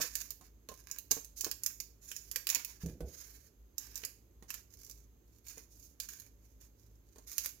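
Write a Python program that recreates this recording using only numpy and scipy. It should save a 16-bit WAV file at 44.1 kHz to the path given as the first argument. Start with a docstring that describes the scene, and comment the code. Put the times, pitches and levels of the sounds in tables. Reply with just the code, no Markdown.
"""A metal spoon spreads butter on dry toast, close by in a small kitchen where an appliance hums.
From the start, friction crackles under each stroke and the spoon pats the light plate through the bread.
The brittle crust snaps in sharp single cracks, most often between 1 and 2.7 s.
Near 3 s two dull bumps excite the modes of the counter. The strokes go on, mostly softer,
until a last firm one breaks the crust again at about 7.4 s."""
import sys
import numpy as np
from scipy import signal
from scipy.fft import rfft, irfft, next_fast_len
from scipy.io import wavfile
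from scipy.ndimage import map_coordinates

SR = 44100
rng = np.random.default_rng(int(sys.argv[2]) if len(sys.argv) > 2 else 0)


def store_wav(level_fs):
    """Save 16-bit WAV to argv[1]."""
    pcm = np.round(np.clip(np.atleast_2d(level_fs), -1, 1) * 32767)
    wavfile.write(sys.argv[1], SR, pcm.T.astype(np.int16))


N = 335160

# Levels are relative: each source applies its own gain and filters.
# partials of the appliance hum: pitch_hz, level_db
HUM_PARTIALS = [(53.4, -3.5), (106.4, -12), (267, -22)]
# spectrum of the room's air: frequency_hz, level_db
AIR_SPECTRUM = [(15, -44.5), (27, -27), (56, -0.5), (80, -9.5), (97, -19), (313, -19.5), (459, -21),
                (499, -29.5), (567, -25.5), (617, -33), (4000, -49), (5200, -86.5), (8800, -120)]
# left-right likeness of the air noise: frequency_hz, coherence_ratio
AIR_COHERENCE = [(100, 0.99), (300, 0.92), (700, 0.34), (2000, .1)]
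# spectrum of the microphone hiss: frequency_hz, level_db
HISS_SPECTRUM = [(3500, -7.5), (5000, -5.5), (6000, -8), (6350, 7), (7000, -5), (7700, -2), (8200, -20.5),
                 (10000, -10.5), (12500, 2), (15800, -5.5)]
# stereo balance of the background: frequency_hz, left_minus_right_db
ROOM_BALANCE = [(60, 0), (110, -4), (200, -3.5), (380, -9.5), (700, -1), (1290, -2), (2380, 3.5),
                (4400, -2), (8120, -21.5), (15000, -6.5)]
# reverberation of the kitchen: frequency_hz, t60_s
KITCHEN_DECAY = [(200, 0.24), (2000, 0.36), (6000, 0.35), (15000, 0.33)]
# blows on the counter and the band each excites: start_s, level_db, low_hz, high_hz
COUNTER_BLOWS = [(2.835, -33.5, 109, 240), (2.859, -34.5, 59.5, 278), (2.913, -43, 45, 150),
                 (3.006, -36.5, 320, 745), (3.023, -31.5, 34.8, 80.5)]
# modes of the counter: pitch_hz, level_db, t60_s
COUNTER_MODES = [(68, 2.5, 0.22), (158, -14, 0.11), (167.3, 2.5, 0.16), (252.5, -17, 0.15),
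                 (300, -18, 0.11), (361.5, -9, 0.16), (421, -13, 0.17), (494, -8.5, 0.18),
                 (1490, -18, 0.21)]
# the spoon presses the plate onto the counter: start_s, level_db
PLATE_PATS = [(0.001, -36), (0.041, -47), (0.411, -49), (0.69, -46.5), (0.716, -45.5), (1.11, -35),
              (1.168, -42), (1.438, -46.5), (1.465, -36.5), (2.567, -51), (3.006, -45), (4.034, -46),
              (4.425, -48.5), (5.574, -48.5), (7.16, -52), (7.184, -50)]
# modes of the plate: pitch_hz, level_db, t60_s
PLATE_MODES = [(288, -6.5, 0.064), (372, -2, 0.021), (454, 0.5, 0.055), (650, -11.5, 0.017),
               (930, -9.5, 0.033), (1070, -7, 0.093), (1820, -15, .04)]
# spectrum of the rustle in a pat: frequency_hz, level_db
RUSTLE_SPECTRUM = [(40, -15), (130, -1.5), (450, -5.5), (750, -8.5), (1100, -10.5), (2500, -18),
                   (6000, -19)]
# strokes of the spoon: start_s, length_s, firmest_fraction, level_db, body_offset_db, crumb_offset_db
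SPOON_STROKES = [(0.0, 0.093, 0.16, -35.5, 2.5, -7.5), (0.093, 0.24, 0.4, -48.5, -2.5, 1.5),
                 (0.408, 0.089, 0.4, -64, 3.5, 0), (0.694, 0.28, .1, -61.5, -2, 12),
                 (0.848, 0.15, 0.7, -58.5, 7, 19), (1.099, 0.093, 0.16, -50, 8, 4),
                 (1.358, 0.13, 0, -45.5, -13.5, -13), (1.607, 0.12, 1, -59.5, 5, -7),
                 (2.007, 0.38, 0.25, -54.5, -8.5, -7.5), (2.309, .11, 1, -65.5, 14.5, 17),
                 (2.481, .15, 0.3, -47, 9, 3), (2.658, 0.13, 0.28, -56, 2.5, -20),
                 (2.788, 0.17, 0.25, -57, 1.5, -2), (3.053, 0.44, 0.31, -55, -2.5, -7),
                 (3.762, 0.23, 0.3, -57, 3, -1.5), (3.934, 0.11, 0.57, -51.5, 2.5, 29),
                 (4.475, .14, 0.4, -52, 2, -5), (4.69, 0.36, .5, -59, -7, 12),
                 (5.26, 0.14, 0.9, -69, -7, 11), (5.436, 0.22, 0.3, -53.5, -2.5, 2.5),
                 (5.686, 0.27, 0.6, -60.5, -17, -3), (5.987, 0.08, 0.7, -50, -2, 4),
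                 (6.076, 0.21, 0.07, -50, -1, 7), (6.371, 0.22, 0.38, -73, -6, -5),
                 (6.597, 0.087, 0, -59.5, -3, -4), (6.76, 0.22, 0.13, -70.5, -11, 1),
                 (7.05, 0.39, 0.3, -69, -4, 15), (7.263, .26, 0.77, -45.5, -6.5, -1.5)]
# spectrum of the spoon on buttered toast: frequency_hz, level_db
SCRAPE_SPECTRUM = [(410, -45), (700, -17.5), (958, -13), (1060, -10), (1150, -10.5), (1250, -13),
                   (1620, -4.5), (1970, -10), (2270, -6), (3280, -16), (6650, 3), (8210, -14.5),
                   (12300, -4), (15200, -4), (16000, -21.5)]
# the loudest breaks of the crust: start_s, level_db, body_level_db
CRUST_BREAKS = [(0.154, -21, -49), (0.3057, -27, -58.5), (0.6883, -36, -49.5), (0.9133, -28, -59.5),
                (0.9857, -29, -55), (1.1104, -20.5, -52.5), (1.1144, -13, -41.5), (1.2466, -35.5, -70),
                (1.4097, -21, -58), (1.4456, -21, -42), (1.5135, -23, -45.5), (1.6352, -23.5, -60),
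                (1.6621, -18, -47.5), (1.8018, -26, -50.5), (2.1156, -29, -48.5), (2.1645, -29, -56.5),
                (2.3136, -26, -57.5), (2.3595, -20.5, -41), (2.4698, -19.5, -43), (2.4904, -20, -47.5),
                (2.5007, -17.5, -44), (2.5481, -17.5, -48), (2.5564, -24.5, -41.5), (2.6479, -25.5, -56),
                (2.8613, -36.5, -65), (3.7818, -25.5, -67), (3.9564, -28, -59.5), (3.977, -32.5, -62),
                (4.0367, -40, -41), (4.0497, -23.5, -56), (4.5042, -28, -49), (4.5416, -30, -55),
                (4.8479, -41, -75), (4.8973, -37.5, -59), (4.9119, -36.5, -71), (5.484, -35.5, -76),
                (5.5797, -39, -57.5), (6.0008, -23, -53), (6.1988, -36.5, -71), (7.3816, -17.5, -46),
                (7.4594, -23, -48.5)]
# spectrum of the breaking crust: frequency_hz, level_db
CRUST_SPECTRUM = [(290, -46.5), (500, -16), (807, -29), (1130, -14.5), (1360, -21), (1640, -9.5),
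                  (2070, -14), (2570, -8.5), (3340, -16), (4660, -6), (6900, 3.5), (8210, -11.5),
                  (10500, -7), (12100, -0.5), (16000, -6.5)]
# stereo balance of toast and plate: frequency_hz, left_minus_right_db
TOAST_BALANCE = [(200, -7.5), (700, -5.5), (1800, -12.5), (3500, -8), (5000, -17.5), (6700, -23.5),
                 (7600, -16.5), (8400, 9.5), (9500, -2.5), (11000, -3.5), (12300, -14), (15500, -6.5)]


def amp(db):
    """Amplitude ratio: tenfold for every 20 dB."""
    return 10 ** (np.asarray(db) / 20)


def unit_rms(x):
    """Normalisation to unit mean power."""
    return x / np.sqrt(np.mean(x ** 2) + 1e-20)


def along(points, hz):
    """Interpolation of (frequency_hz, value) points on a logarithmic frequency axis."""
    frequencies, values = np.transpose(points)
    return np.interp(np.log(hz + 1), np.log(frequencies + 1), values)


def wobble(rate_hz):
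    """Random modulation: a spline through rate_hz Gaussian knots a second."""
    knots = rng.standard_normal(int(N * rate_hz / SR) + 4)
    return map_coordinates(knots, [np.arange(N) * rate_hz / SR])


def filtered(x, gain):
    """Minimum-phase filtering: folding the cepstrum makes the magnitude response gain(hz) causal."""
    size = 2 * next_fast_len(N // 2 + SR // 4)
    magnitude = np.maximum(gain(np.fft.rfftfreq(size, 1 / SR)), 1e-6)
    cepstrum = irfft(np.log(magnitude), size)
    cepstrum[..., 1:size // 2] *= 2
    cepstrum[..., size // 2 + 1:] = 0
    return irfft(rfft(x, size) * np.exp(rfft(cepstrum)), size)[..., :N]


def coloured(x, spectrum):
    """Spectral shaping that conserves the power of white noise."""
    return filtered(x, lambda hz: unit_rms(amp(along(spectrum, hz))))


def panned(x, balance):
    """Constant-power panning: the level difference between the channels depends on frequency."""
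    def gains(hz):
        pair = amp(np.outer([.5, -.5], along(balance, hz)))
        return pair / np.sqrt(np.mean(pair ** 2, axis=0))
    return filtered(x, gains)


def bandpass(x, low_hz, high_hz, order):
    """Butterworth filtering: a maximally flat pass band."""
    return signal.sosfilt(signal.butter(order, [low_hz, high_hz], "band", fs=SR, output="sos"), x)


def crossover(surface, body, split_hz):
    """Complementary bands: treble from the surface, middle tones from the bread beneath."""
    treble = filtered(surface, lambda hz: 1 / np.sqrt(1 + (split_hz / (hz + 1)) ** 8))
    return treble + filtered(body, lambda hz: 1 / np.sqrt(1 + (hz / split_hz) ** 8))


def add(track, start_s, sound):
    """Superposition: a sound joins the track at start_s."""
    start = max(round(start_s * SR), 0)
    part = sound[..., :N - start]
    track[..., start:start + part.shape[-1]] += part


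def ring(modes, t):
    """Free vibration: a sum of damped modes, varied in strength and pitch at each blow."""
    hz, db, t60 = np.transpose(modes)[:, :, None]
    strength, detune = rng.standard_normal((2, len(modes), 1))
    envelopes = amp(db + 3.7 * strength - 60 * t / t60)
    return np.sum(envelopes * np.sin(2 * np.pi * hz * (1 + 0.023 * detune) * t), axis=0)


def appliance_hum(hum_db=-63, waver_db=3.5, waver_hz=9, drift_s=0.00075):
    """Amplitude and phase modulation make the appliance's low partials waver."""
    t = np.arange(N) / SR + drift_s * wobble(3)
    return np.sqrt(2) * sum(amp(hum_db + db + waver_db * wobble(waver_hz)) * np.sin(2 * np.pi * hz * t)
                            for hz, db in HUM_PARTIALS)


def room_air(air_db=-65):
    """Partial coherence: the air's murmur is alike in both channels only at low frequencies."""
    def mid_side_gains(hz):
        angle = np.arccos(along(AIR_COHERENCE, hz)) / 2
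        return np.array([np.cos(angle), np.sin(angle)])
    murmur = coloured(rng.standard_normal((2, N)), AIR_SPECTRUM)
    mid, side = filtered(murmur, mid_side_gains)
    return amp(air_db) * np.array([mid + side, mid - side])


def microphone_hiss(hiss_db=-75):
    """Self-noise: a faint hiss, uncorrelated between the channels."""
    return amp(hiss_db) * coloured(rng.standard_normal((2, N)), HISS_SPECTRUM)


def kitchen_reverb(x, near_db, room_db, near_t60_s):
    """Convolution adds early reflections off toaster and counter, and the room's diffuse tail."""
    out, block = np.zeros((2, N)), SR // 4
    for start in range(0, N, block):  # the echoes change as the spoon moves
        hz, frame_s, noise = signal.stft(rng.standard_normal((2, SR // 2)), SR, nperseg=256)
        decay = amp(-60 * frame_s / along(KITCHEN_DECAY, hz)[:, None])
        tail = signal.istft(noise * decay, SR, nperseg=256)[1]
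        t = np.arange(tail.shape[1]) / SR
        near = rng.standard_normal(tail.shape) * amp(-60 * t / near_t60_s)
        response = amp(near_db) * near / np.linalg.norm(near[0])
        response += amp(room_db) * tail / np.linalg.norm(tail[0])
        response[:, 0] += 1  # direct sound
        add(out, start / SR, signal.fftconvolve(x[:, start:start + block], response, axes=1))
    return out


def counter_bumps(gain_db=-3, thud_db=-5, thud_t60_s=.4):
    """Modal excitation: soft blows set the counter booming; harder contact reaches higher modes."""
    out, t = np.zeros(N), np.arange(SR // 2) / SR
    for start_s, db, low_hz, high_hz in COUNTER_BLOWS:
        rumble = unit_rms(bandpass(rng.standard_normal(len(t)), low_hz=49, high_hz=557, order=4))
        thud = amp(thud_db - 60 * t / thud_t60_s) * rumble
        boom = bandpass(ring(COUNTER_MODES, t) + thud, low_hz, high_hz, order=1)
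        add(out, start_s, amp(db + gain_db) * boom)
    return out * amp([[-1.5], [1.5]])  # slightly to the right


def plate_pats(gain_db=-9, rustle_db=-1, tick_db=5, rustle_t60_s=0.096, tick_t60_s=.009):
    """Impact: pressing the bread gives a tick, a rustle and the hollow knock of damped plate modes."""
    t = np.arange(SR // 5) / SR
    knocks, rustles, ticks = np.zeros((3, 2, N))
    for start_s, db in PLATE_PATS:
        add(knocks, start_s, amp(db) * ring(PLATE_MODES, t))
        add(rustles, start_s, amp(db - 60 * t / rustle_t60_s) * rng.standard_normal(len(t)))
        add(ticks, start_s, amp(db + tick_db - 60 * t / tick_t60_s) * rng.standard_normal((2, len(t))))
    rustles = amp(rustle_db) * coloured(rustles, RUSTLE_SPECTRUM)
    return amp(gain_db) * (knocks + coloured(ticks, SCRAPE_SPECTRUM) + rustles)


def stroke_envelope(length_s, firmest_fraction, start_db=-10.5, end_db=-14.5, contact_s=.018):
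    """Friction noise follows the load: the spoon touches down, presses harder, eases off and lifts."""
    t = np.arange(round(length_s * SR)) / SR
    level_db = np.interp(t / length_s, [0, np.clip(firmest_fraction, .01, .99), 1], [start_db, 0, end_db])
    contact = np.clip(np.minimum(t, length_s - t) / contact_s, 0, 1)
    return amp(level_db) * contact


def spoon_scrape(crumbs_per_s=600, crumb_spread_db=7, flutter_db=3):
    """Stick-slip friction: crumbs break under the spoon's edge, over the hiss of smeared butter."""
    sizes = amp(crumb_spread_db * np.minimum(rng.exponential(size=N), 3.5))
    breaks = rng.random(N) < crumbs_per_s / SR
    crumbs = unit_rms(breaks * sizes * rng.choice([-1, 1], (2, N)))
    smear = rng.standard_normal((2, N))
    stick_slip = amp(flutter_db * wobble(rate_hz=70))
    surface, body = np.zeros((2, 2, N))
    for start_s, length_s, firmest_fraction, db, body_offset_db, crumb_offset_db in SPOON_STROKES:
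        envelope = stroke_envelope(length_s, firmest_fraction)
        span = np.clip(round(start_s * SR) + np.arange(len(envelope)), 0, N - 1)
        texture = amp(crumb_offset_db) * crumbs[:, span] + smear[:, span]
        friction = envelope * unit_rms(texture * stick_slip[span])
        add(surface, start_s, amp(db) * friction)
        add(body, start_s, amp(db + body_offset_db) * friction)
    return coloured(crossover(surface, body, split_hz=3580), SCRAPE_SPECTRUM)


def crust_cracks(surface_gain_db=-6, body_gain_db=20, snap_db=9, snap_s=0.00062, spread_db=4):
    """Brittle fracture: a sharp snap, then a run of smaller breaks that lasts longer in a big crack."""
    surface, body = np.zeros((2, 2, N))
    t = np.arange(SR // 30) / SR
    for start_s, db, body_level_db in CRUST_BREAKS:
        crumble_s = 0.0023 * 2 ** ((db + 29.5) / 18.5)  # decay time doubles every 18.5 dB
        envelope = np.exp(-t / crumble_s) + amp(snap_db) * np.exp(-t / snap_s)
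        envelope *= 2 / envelope[0]
        fractures = envelope * rng.standard_normal((2, len(t)))
        fractures *= amp(spread_db * rng.standard_normal(len(t)))  # uneven sizes make it spiky
        fractures *= np.linalg.norm(envelope) / np.linalg.norm(fractures, axis=1, keepdims=True)
        add(surface, start_s, amp(db + surface_gain_db) * fractures)
        add(body, start_s, amp(body_level_db + body_gain_db) * fractures)
    return coloured(crossover(surface, body, split_hz=3900), CRUST_SPECTRUM)


def scene():
    """Superposition: toast and plate reverberate, mostly on the right, over bumps and background."""
    toast = crust_cracks() + spoon_scrape() + plate_pats()
    toast = kitchen_reverb(toast, near_db=0, room_db=-5, near_t60_s=0.054)
    bumps = counter_bumps()
    background = appliance_hum() + room_air() + microphone_hiss()
    return panned(background, ROOM_BALANCE) + bumps + panned(toast, TOAST_BALANCE)


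def record(dry, cutoff_hz=16100):
    """Band limiting: a steep low-pass removes the highest treble."""
    size = next_fast_len(N + SR // 4)
    gain = 1 / (1 + (np.fft.rfftfreq(size, 1 / SR) / cutoff_hz) ** 120)
    return irfft(rfft(dry, size) * gain, size)[..., :N]


dry = scene()
out = record(dry)
store_wav(out)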